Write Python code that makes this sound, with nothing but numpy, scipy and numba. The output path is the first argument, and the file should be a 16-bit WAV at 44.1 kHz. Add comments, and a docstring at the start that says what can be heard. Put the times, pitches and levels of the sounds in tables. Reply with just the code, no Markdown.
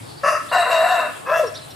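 """A grassy yard: a rooster crows three hoarse syllables, a few metres off and a little to the left.
Its syrinx oscillates unsteadily, giving a wavering fundamental, and ragged pulses with breath noise
that excite the resonances of windpipe and beak. Walls and trees reflect the crow.
Small birds chirp, insects and leaves hiss, and a far engine rumbles."""
import sys
import numpy as np
from scipy import signal
from scipy.fft import rfft, irfft
from scipy.io import wavfile
from numba import njit

SR = 44100
rng = np.random.default_rng(int(sys.argv[2]) if len(sys.argv) > 2 else 0)


def transcribe(signal):
    """Save signal, clipped to [-1, 1], as a 16-bit WAV file at the path in sys.argv[1]."""
    frames = np.atleast_2d(signal).T
    limited = np.clip(frames, -1, 1)
    pcm = np.round(limited * 32767).astype(np.int16)
    wavfile.write(sys.argv[1], SR, pcm)


N = 77175

# The crow, one list per syllable. 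Each row: time in seconds, fundamental level in dB, pitch in Hz,
# rasp level in dB, treble gain of the rasp in dB, hoarseness and flutter depth (both limited to 0-1).
CROW_SYLLABLES = [
    [(.231, -54, 542.1, -40, 0, 0.82, 0.1), (.236, -28.5, 548.2, -22, -8, 0.78, 0.5),
     (.272, -23.5, 577.7, -15.5, -3, 0.61, 0.5), (.29, -22, 636.9, -16.5, 2, 0.51, 0.87),
     (.322, -25.5, 645.4, -23, 4, 0.69, 0.83), (.345, -24.5, 596.5, -20, 2, 0.66, 1),
     (.37, -52, 617.6, -22.5, -4.5, 0.68, 1), (.398, -66, 573, -38, -10, 1, .5)],
    [(.514, -68, 600, -25.5, -15, 0.75, 0.53), (.528, -26, 639.6, -17, 1, 0.85, 0.1),
     (.546, -21.5, 708, -17, 3, 0.71, 0), (.582, -22, 749, -19, 2.5, 0.73, 0.4),
     (.604, -14, 691.7, -25.5, 12.5, .65, 0), (.63, -41, 677, -18.5, 0, 0.75, 0.05),
     (.638, -46, 513, -23.5, -2, .7, 0.1), (.69, -28, 518, -20.5, 1, 0.75, 0.3),
     (.72, -20.5, 662, -19, 3.5, 0.78, 1.1), (.83, -21, 646.6, -21.5, 3, 0.64, 0.27),
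     (.844, -23, 714.2, -21, 1.5, 0.83, 0.9), (.95, -25, 712, -21, 4, .8, 0.82),
     (1.005, -35, 654, -19.5, 1.5, .85, 0.87), (1.05, -34, 592, -24.5, -6, 0.86, 0.56),
     (1.105, -53, 677.8, -31.5, -9, 0.91, 0.71), (1.125, -70, 685.8, -78, 9, 0.81, 0.6)],
    [(1.254, -70, 477.1, -44, -15, .8, 0), (1.266, -44, 503.6, -29, -8, 0.7, 0.3),
     (1.3, -26, 575, -22, -2, .65, 0.3), (1.326, -20, 646.7, -21.5, -2, .5, 0.4),
     (1.344, -22.5, 657.3, -18.5, -3, 0.54, 0.1), (1.368, -21, 662.2, -20.5, 6, 0.56, 0.1),
     (1.4, -15, 633.5, -25, 9, 0.55, 0.34), (1.424, -19, 606.3, -38, 8, 0.58, 0.23),
     (1.444, -21.5, 501, -32.5, -5, 0.63, 0.13), (1.468, -30.5, 429, -44, 12, 0.5, 0.2),
     (1.495, -46, 373, -57, 2, 0.54, 0.65)],
]
# Resonances of windpipe and beak, one list per syllable. Each row: centre in Hz, width in Hz, relative dB.
FORMANTS = [
    [(650, 250, -10.5), (1122, 43, 1.5), (1307, 26, 3.5), (1770, 180, -7.5), (2360, 660, -24.5),
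     (2725, 60, -7.5), (4840, 154, -17.5), (5940, 850, -24), (10470, 1070, -26.5)],
    [(647, 137, 7), (1011, 95, 11), (1170, 67, 3), (1279, 58, 5.5), (1488, 74, 6), (1756, 93, 6),
     (2020, 230, -5.5), (2755, 38, 9.5), (3860, 50, 2), (4290, 460, -15), (7876, 400, -14),
     (11430, 560, -21)],
    [(540, 350, 3.5), (1050, 134, 13.5), (1350, 95, 10), (1715, 85, 10), (2250, 96, -5), (2705, 42, 7),
     (3420, 160, -5), (5570, 1100, -14), (12400, 1400, -15.5)],
]
# The neck stretches and sags, one list per syllable. Each row: time in seconds, factor on every formant.
NECK_TUNING = [
    [(.3, 1)],
    [(.54, 1.01), (.7, 1), (.95, .99), (1.1, .978)],
    [(1.27, .955), (1.33, .97), (1.355, 1)],
]
# Dead spots of the windpipe. Each row: centre in Hz, width in Hz.
ANTIRESONANCES = [(852, 148), (3113, 720), (319, 190)]
# Strong and weak cycles of the syrinx, repeated. Each entry: relative level in dB.
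CYCLE_ACCENTS_DB = [0, -6, -5, -13]
# Direction of the direct crow. Each row: frequency in Hz, left minus right in dB.
CROW_PAN = [(700, 3.4), (1200, 3.2), (2400, 1), (12000, -2)]
# Echoes from walls and trees. Each row: delay in seconds, left gain in dB, right gain in dB.
REFLECTIONS = [(.012, -6, -19.5), (.045, -11, -10), (.12, -16.5, -20)]
# Small birds. Each row: start and length in seconds, first and last pitch in Hz, mid-note arch in Hz,
# level in dB, warble from 0 to 1.
BIRD_NOTES = [ (0.043, 0.13, 4590, 4250, 63, -48, 0.04), (0.166, 0.041, 4230, 3900, 546, -41.5, 0.35),
              (.472, .055, 2700, 5000, 250, -40, .25), (.49, .045, 2700, 4500, 150, -40, .25),
              (1.464, 0.029, 5386, 5470, 78, -34.5, 0.11), (1.538, 0.0276, 5240, 5840, 62, -37.5, 0.6),
              (1.546, 0.032, 3550, 3940, 237, -32, 0.78), (1.566, 0.018, 4500, 4900, 8, -33.5, 0.97),
              (1.57, 0.0393, 3860, 3700, 0, -38.5, 0.61), (1.59, 0.085, 4030, 4130, -1, -43.5, 0.36),
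              (1.698, 0.026, 5380, 5600, 100, -44, 0.6), (1.7, 0.03, 3900, 3980, 16, -41.5, 1), ]
# Spectrum of the yard's hiss. Each row: frequency in Hz, relative spectral density in dB.
HISS_SPECTRUM = [(18, -31), (30, -22), (205, -4.5), (404, -4.5), (680, -9), (815, -5), (1060, -9.5),
                 (2770, -18.5), (3980, -12), (5030, -30.5), (6360, -36), (7060, -35.5), (8920, -14),
                 (15000, -41)]
# Likeness of the hiss in the two channels. Each row: frequency in Hz, correlation.
HISS_CORRELATION = [(30, -0.42), (130, -0.42), (1000, -0.49), (2000, -0.071), (4000, 0.47), (14000, 0.49)]
# Direction of the hiss. Each row: frequency in Hz, left minus right in dB.
HISS_PAN = [(100, -2), (500, 5), (4000, 1.5), (14000, -8)]
# Loudness of the far engine. Each row: time in seconds, relative level in dB.
ENGINE_LEVELS = [(0, -40), (0.3, -46.5), (.75, -51.5), (1.4, -50), (1.75, -43.5)]
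# Resonances of the engine's drone. Each row: centre in Hz, width in Hz, relative level in dB.
ENGINE_MODES = [(105.3, 49, -0.5), (143, 40, -5)]

WAVER_HZ, WAVER_RATE_HZ = 16, 30
FLUTTER_HZ, FLUTTER_WANDER_HZ = 64, 10
SHIMMER_SHARE, SHIMMER_RATE_HZ = .85, 45
JITTER_PERIODS, PULSE_CUT_HZ, TREBLE_HZ = .2, 4700, 2430
FORMANT_WANDER_HZ, FORMANT_FLICKER_DB, FORMANT_RATE_HZ = 9, 1.6, 14


def crow_syllable(rows, formants, neck):
    """Source and filter: a modulated fundamental plus a rasp, the syrinx's sound shaped by the throat."""
    t = np.arange(N) / SR
    times, *columns = np.transpose(rows)
    tone_db, hz, rasp_db, treble_db, hoarse, depth = [np.interp(t, times, c) for c in columns]
    hoarse = np.clip(hoarse, 0, 1)
    cycles = np.cumsum(hz + hoarse * WAVER_HZ * drift(WAVER_RATE_HZ)) / SR
    flutter_cycles = np.cumsum(FLUTTER_HZ + FLUTTER_WANDER_HZ * drift(7.6)) / SR
    flutter = 1 + np.clip(depth, 0, 1) * np.sin(2 * np.pi * flutter_cycles)
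    tone = syrinx_tone(cycles, flutter, hoarse)
    source = syrinx_pulses(cycles, hz, flutter, hoarse)
    on = (t >= times[0]) & (t <= times[-1])
    rasp = throat(source[on], formants, np.interp(t[on], *np.transpose(neck)))
    rasp = rasp + (amp(treble_db[on]) - 1) * butterworth(rasp, TREBLE_HZ, "high")
    out = np.zeros(N)
    out[on] = amp(tone_db[on]) * tone[on] + amp(rasp_db[on]) * rasp
    return out


def syrinx_tone(cycles, flutter, hoarse):
    """Modulation: flutter gives the fundamental sidebands, and random shimmer broadens its line."""
    share = SHIMMER_SHARE * hoarse
    shimmer = (drift(SHIMMER_RATE_HZ) + 1j * drift(SHIMMER_RATE_HZ)) / np.sqrt(2)
    swing = np.sqrt(1 - share ** 2) * flutter + share * shimmer
    return np.sqrt(2) * np.imag(swing * np.exp(2j * np.pi * cycles))


def syrinx_pulses(cycles, hz, flutter, hoarse):
    """Aperiodic excitation: one pulse a cycle; hoarseness scatters time and strength and adds breath."""
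    count = np.floor(cycles).astype(int)
    starts = np.flatnonzero(np.diff(count))
    timing, strength = hoarse[starts] * rng.standard_normal((N, 2))[starts].T
    lag = (np.abs(timing) * JITTER_PERIODS * SR / hz[starts]).astype(int)
    accent_db = np.take(CYCLE_ACCENTS_DB, count[starts], mode="wrap")
    pulses = np.zeros(N)
    pulses[np.minimum(starts + lag, N - 1)] = amp(accent_db + .44 * strength)
    pulses = butterworth(pulses * (2 + flutter), PULSE_CUT_HZ, "low")
    breath = rng.standard_normal(N) * (1 + .5 * np.cos(2 * np.pi * cycles)) * amp(drift(7.3))
    return .63 * np.sqrt(1 - hoarse ** 2) * unit_rms(pulses - pulses.mean()) + hoarse * unit_rms(breath)


def throat(source, formants, tuning):
    """Resonance of windpipe and beak: parallel formants retune together; antiresonances cut notches."""
    out = 0
    for k, (hz, width, db) in enumerate(formants):
        gain = amp(db + FORMANT_FLICKER_DB * drift(FORMANT_RATE_HZ, len(source)))
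        centre = hz * tuning + FORMANT_WANDER_HZ * drift(FORMANT_RATE_HZ, len(source))
        out = out + (-1) ** k * gain * moving_resonance(source, centre, width)
    for hz, width in ANTIRESONANCES:
        out = out - resonance(out, hz, width)
    return unit_rms(out)


def yard_echo(x, t60_s=.68, scatter_db=-8, band_hz=(698, 12000)):
    """Reflection from walls and trees: distinct echoes and an exponentially decaying diffuse scatter."""
    t = np.arange(SR) / SR
    scatter = rng.standard_normal((2, SR)) * amp(-60 * t / t60_s) * np.minimum(t / .0085, 1)
    response = amp(scatter_db) * unit_rms(scatter) / np.sqrt(SR)
    for delay, left_db, right_db in REFLECTIONS:
        response[:, int(delay * SR)] += amp([left_db, right_db])
    return signal.fftconvolve(butterworth(x, band_hz, "band")[None], response, axes=1)[:, :N]


def small_birds(warble_hz=450):
    """Frequency modulation: short gliding whistles, some smeared by a fast random warble."""
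    t = np.arange(N) / SR
    warble = warble_hz * drift(344)
    out = np.zeros((2, N))
    for start, length, first_hz, last_hz, arch_hz, db, blur in BIRD_NOTES:
        progress = np.clip((t - start) / length, 0, 1)
        arch = np.sin(np.pi * progress)
        hz = first_hz + (last_hz - first_hz) * progress + arch_hz * arch + blur * warble
        note = arch * np.sin(2 * np.pi * np.cumsum(hz) / SR)
        out += amp([[db - 1], [db + 1]]) * note  # slightly to the right
    return out


def yard_hiss(level_db=-39.5, flicker_db=2.5):
    """Partly correlated stereo noise: insects and leaves as half-octave bands that flicker separately."""
    edges = 28 * 2 ** np.arange(0, 9.6, .5)
    white = rng.standard_normal((2, 2, N))
    out = 0
    for k, (low, high) in enumerate(zip(edges, edges[1:])):
        mid, side = butterworth(white[k % 2], [low, high], "band")
        hz = np.sqrt(low * high)
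        alike = at_hz(HISS_CORRELATION, hz)
        band = np.sqrt(1 + alike) * mid + np.sqrt(1 - alike) * side * [[1], [-1]]
        out = out + amp(at_hz(HISS_SPECTRUM, hz) + flicker_db * drift(5.3)) * band
    return amp(level_db) * panned(unit_rms(out), HISS_PAN)


def far_engine(side_gain=.21):
    """Narrow-band noise: two low resonances whose random envelopes make a lumpy drone."""
    drone = 0
    for hz, width, db in ENGINE_MODES:
        band = resonance(rng.standard_normal((2, N)), hz, width)
        drone = drone + amp(db) * unit_rms(resonance(band, hz, width))
    mid, side = drone
    level_db = np.interp(np.arange(N) / SR, *np.transpose(ENGINE_LEVELS)) - 3
    return amp(level_db) * (mid + side_gain * side * [[1], [-1]])


def resonance(x, hz, width_hz):
    """Damped resonator: a two-pole band-pass with unit gain at its peak."""
    r = np.exp(-np.pi * width_hz / SR)
    gain = (1 - r * r) / 2
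    return signal.lfilter([gain, 0, -gain], [1, -2 * r * np.cos(2 * np.pi * hz / SR), r * r], x)


@njit
def moving_resonance(x, hz, width_hz):
    """Time-varying resonator: a two-pole band-pass whose centre moves from sample to sample."""
    r = np.exp(-np.pi * width_hz / SR)
    y = np.zeros(len(x))
    for i in range(2, len(x)):
        feedback = 2 * r * np.cos(2 * np.pi * hz[i] / SR) * y[i - 1] - r * r * y[i - 2]
        y[i] = (1 - r * r) / 2 * (x[i] - x[i - 2]) + feedback
    return y


def panned(x, balance):
    """Direction by level difference: left and right gains that depend on frequency."""
    db = at_hz(balance, np.maximum(np.fft.rfftfreq(N, 1 / SR), 20))
    return irfft(rfft(x * np.ones((2, 1))) * amp(db * [[.5], [-.5]]), N)


def drift(rate_hz, size=N):
    """Random fluctuation of unit RMS: noise passed twice through a one-pole low-pass."""
    r = np.exp(-2 * np.pi * rate_hz / SR)
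    smooth = signal.lfilter([1], [1, -2 * r, r * r], rng.standard_normal(size + SR // 2))
    return unit_rms(smooth[SR // 2:])


def butterworth(x, hz, kind):
    return signal.sosfilt(signal.butter(2, hz, kind, fs=SR, output="sos"), x)


def at_hz(points, hz):
    frequencies, values = np.transpose(points)
    return np.interp(np.log(hz), np.log(frequencies), values)


def amp(db):
    return 10 ** (np.asarray(db) / 20)


def unit_rms(x):
    return x / np.sqrt(np.mean(x ** 2) + 1e-20)


def scene():
    """Superposition: crow and chirps, their reflections, the hiss and the engine add."""
    crow = sum(crow_syllable(*parts) for parts in zip(CROW_SYLLABLES, FORMANTS, NECK_TUNING))
    chirps = small_birds()
    echo = yard_echo(crow + .5 * chirps.mean(axis=0))
    return panned(crow, CROW_PAN) + echo + chirps + yard_hiss() + far_engine()


def record(dry, stop_hz=15500):
    """Band limiting: a steep low-pass removes the highest treble."""
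    return signal.sosfilt(signal.cheby2(20, 70, stop_hz, fs=SR, output="sos"), dry)


dry = scene()
out = record(dry)
transcribe(out)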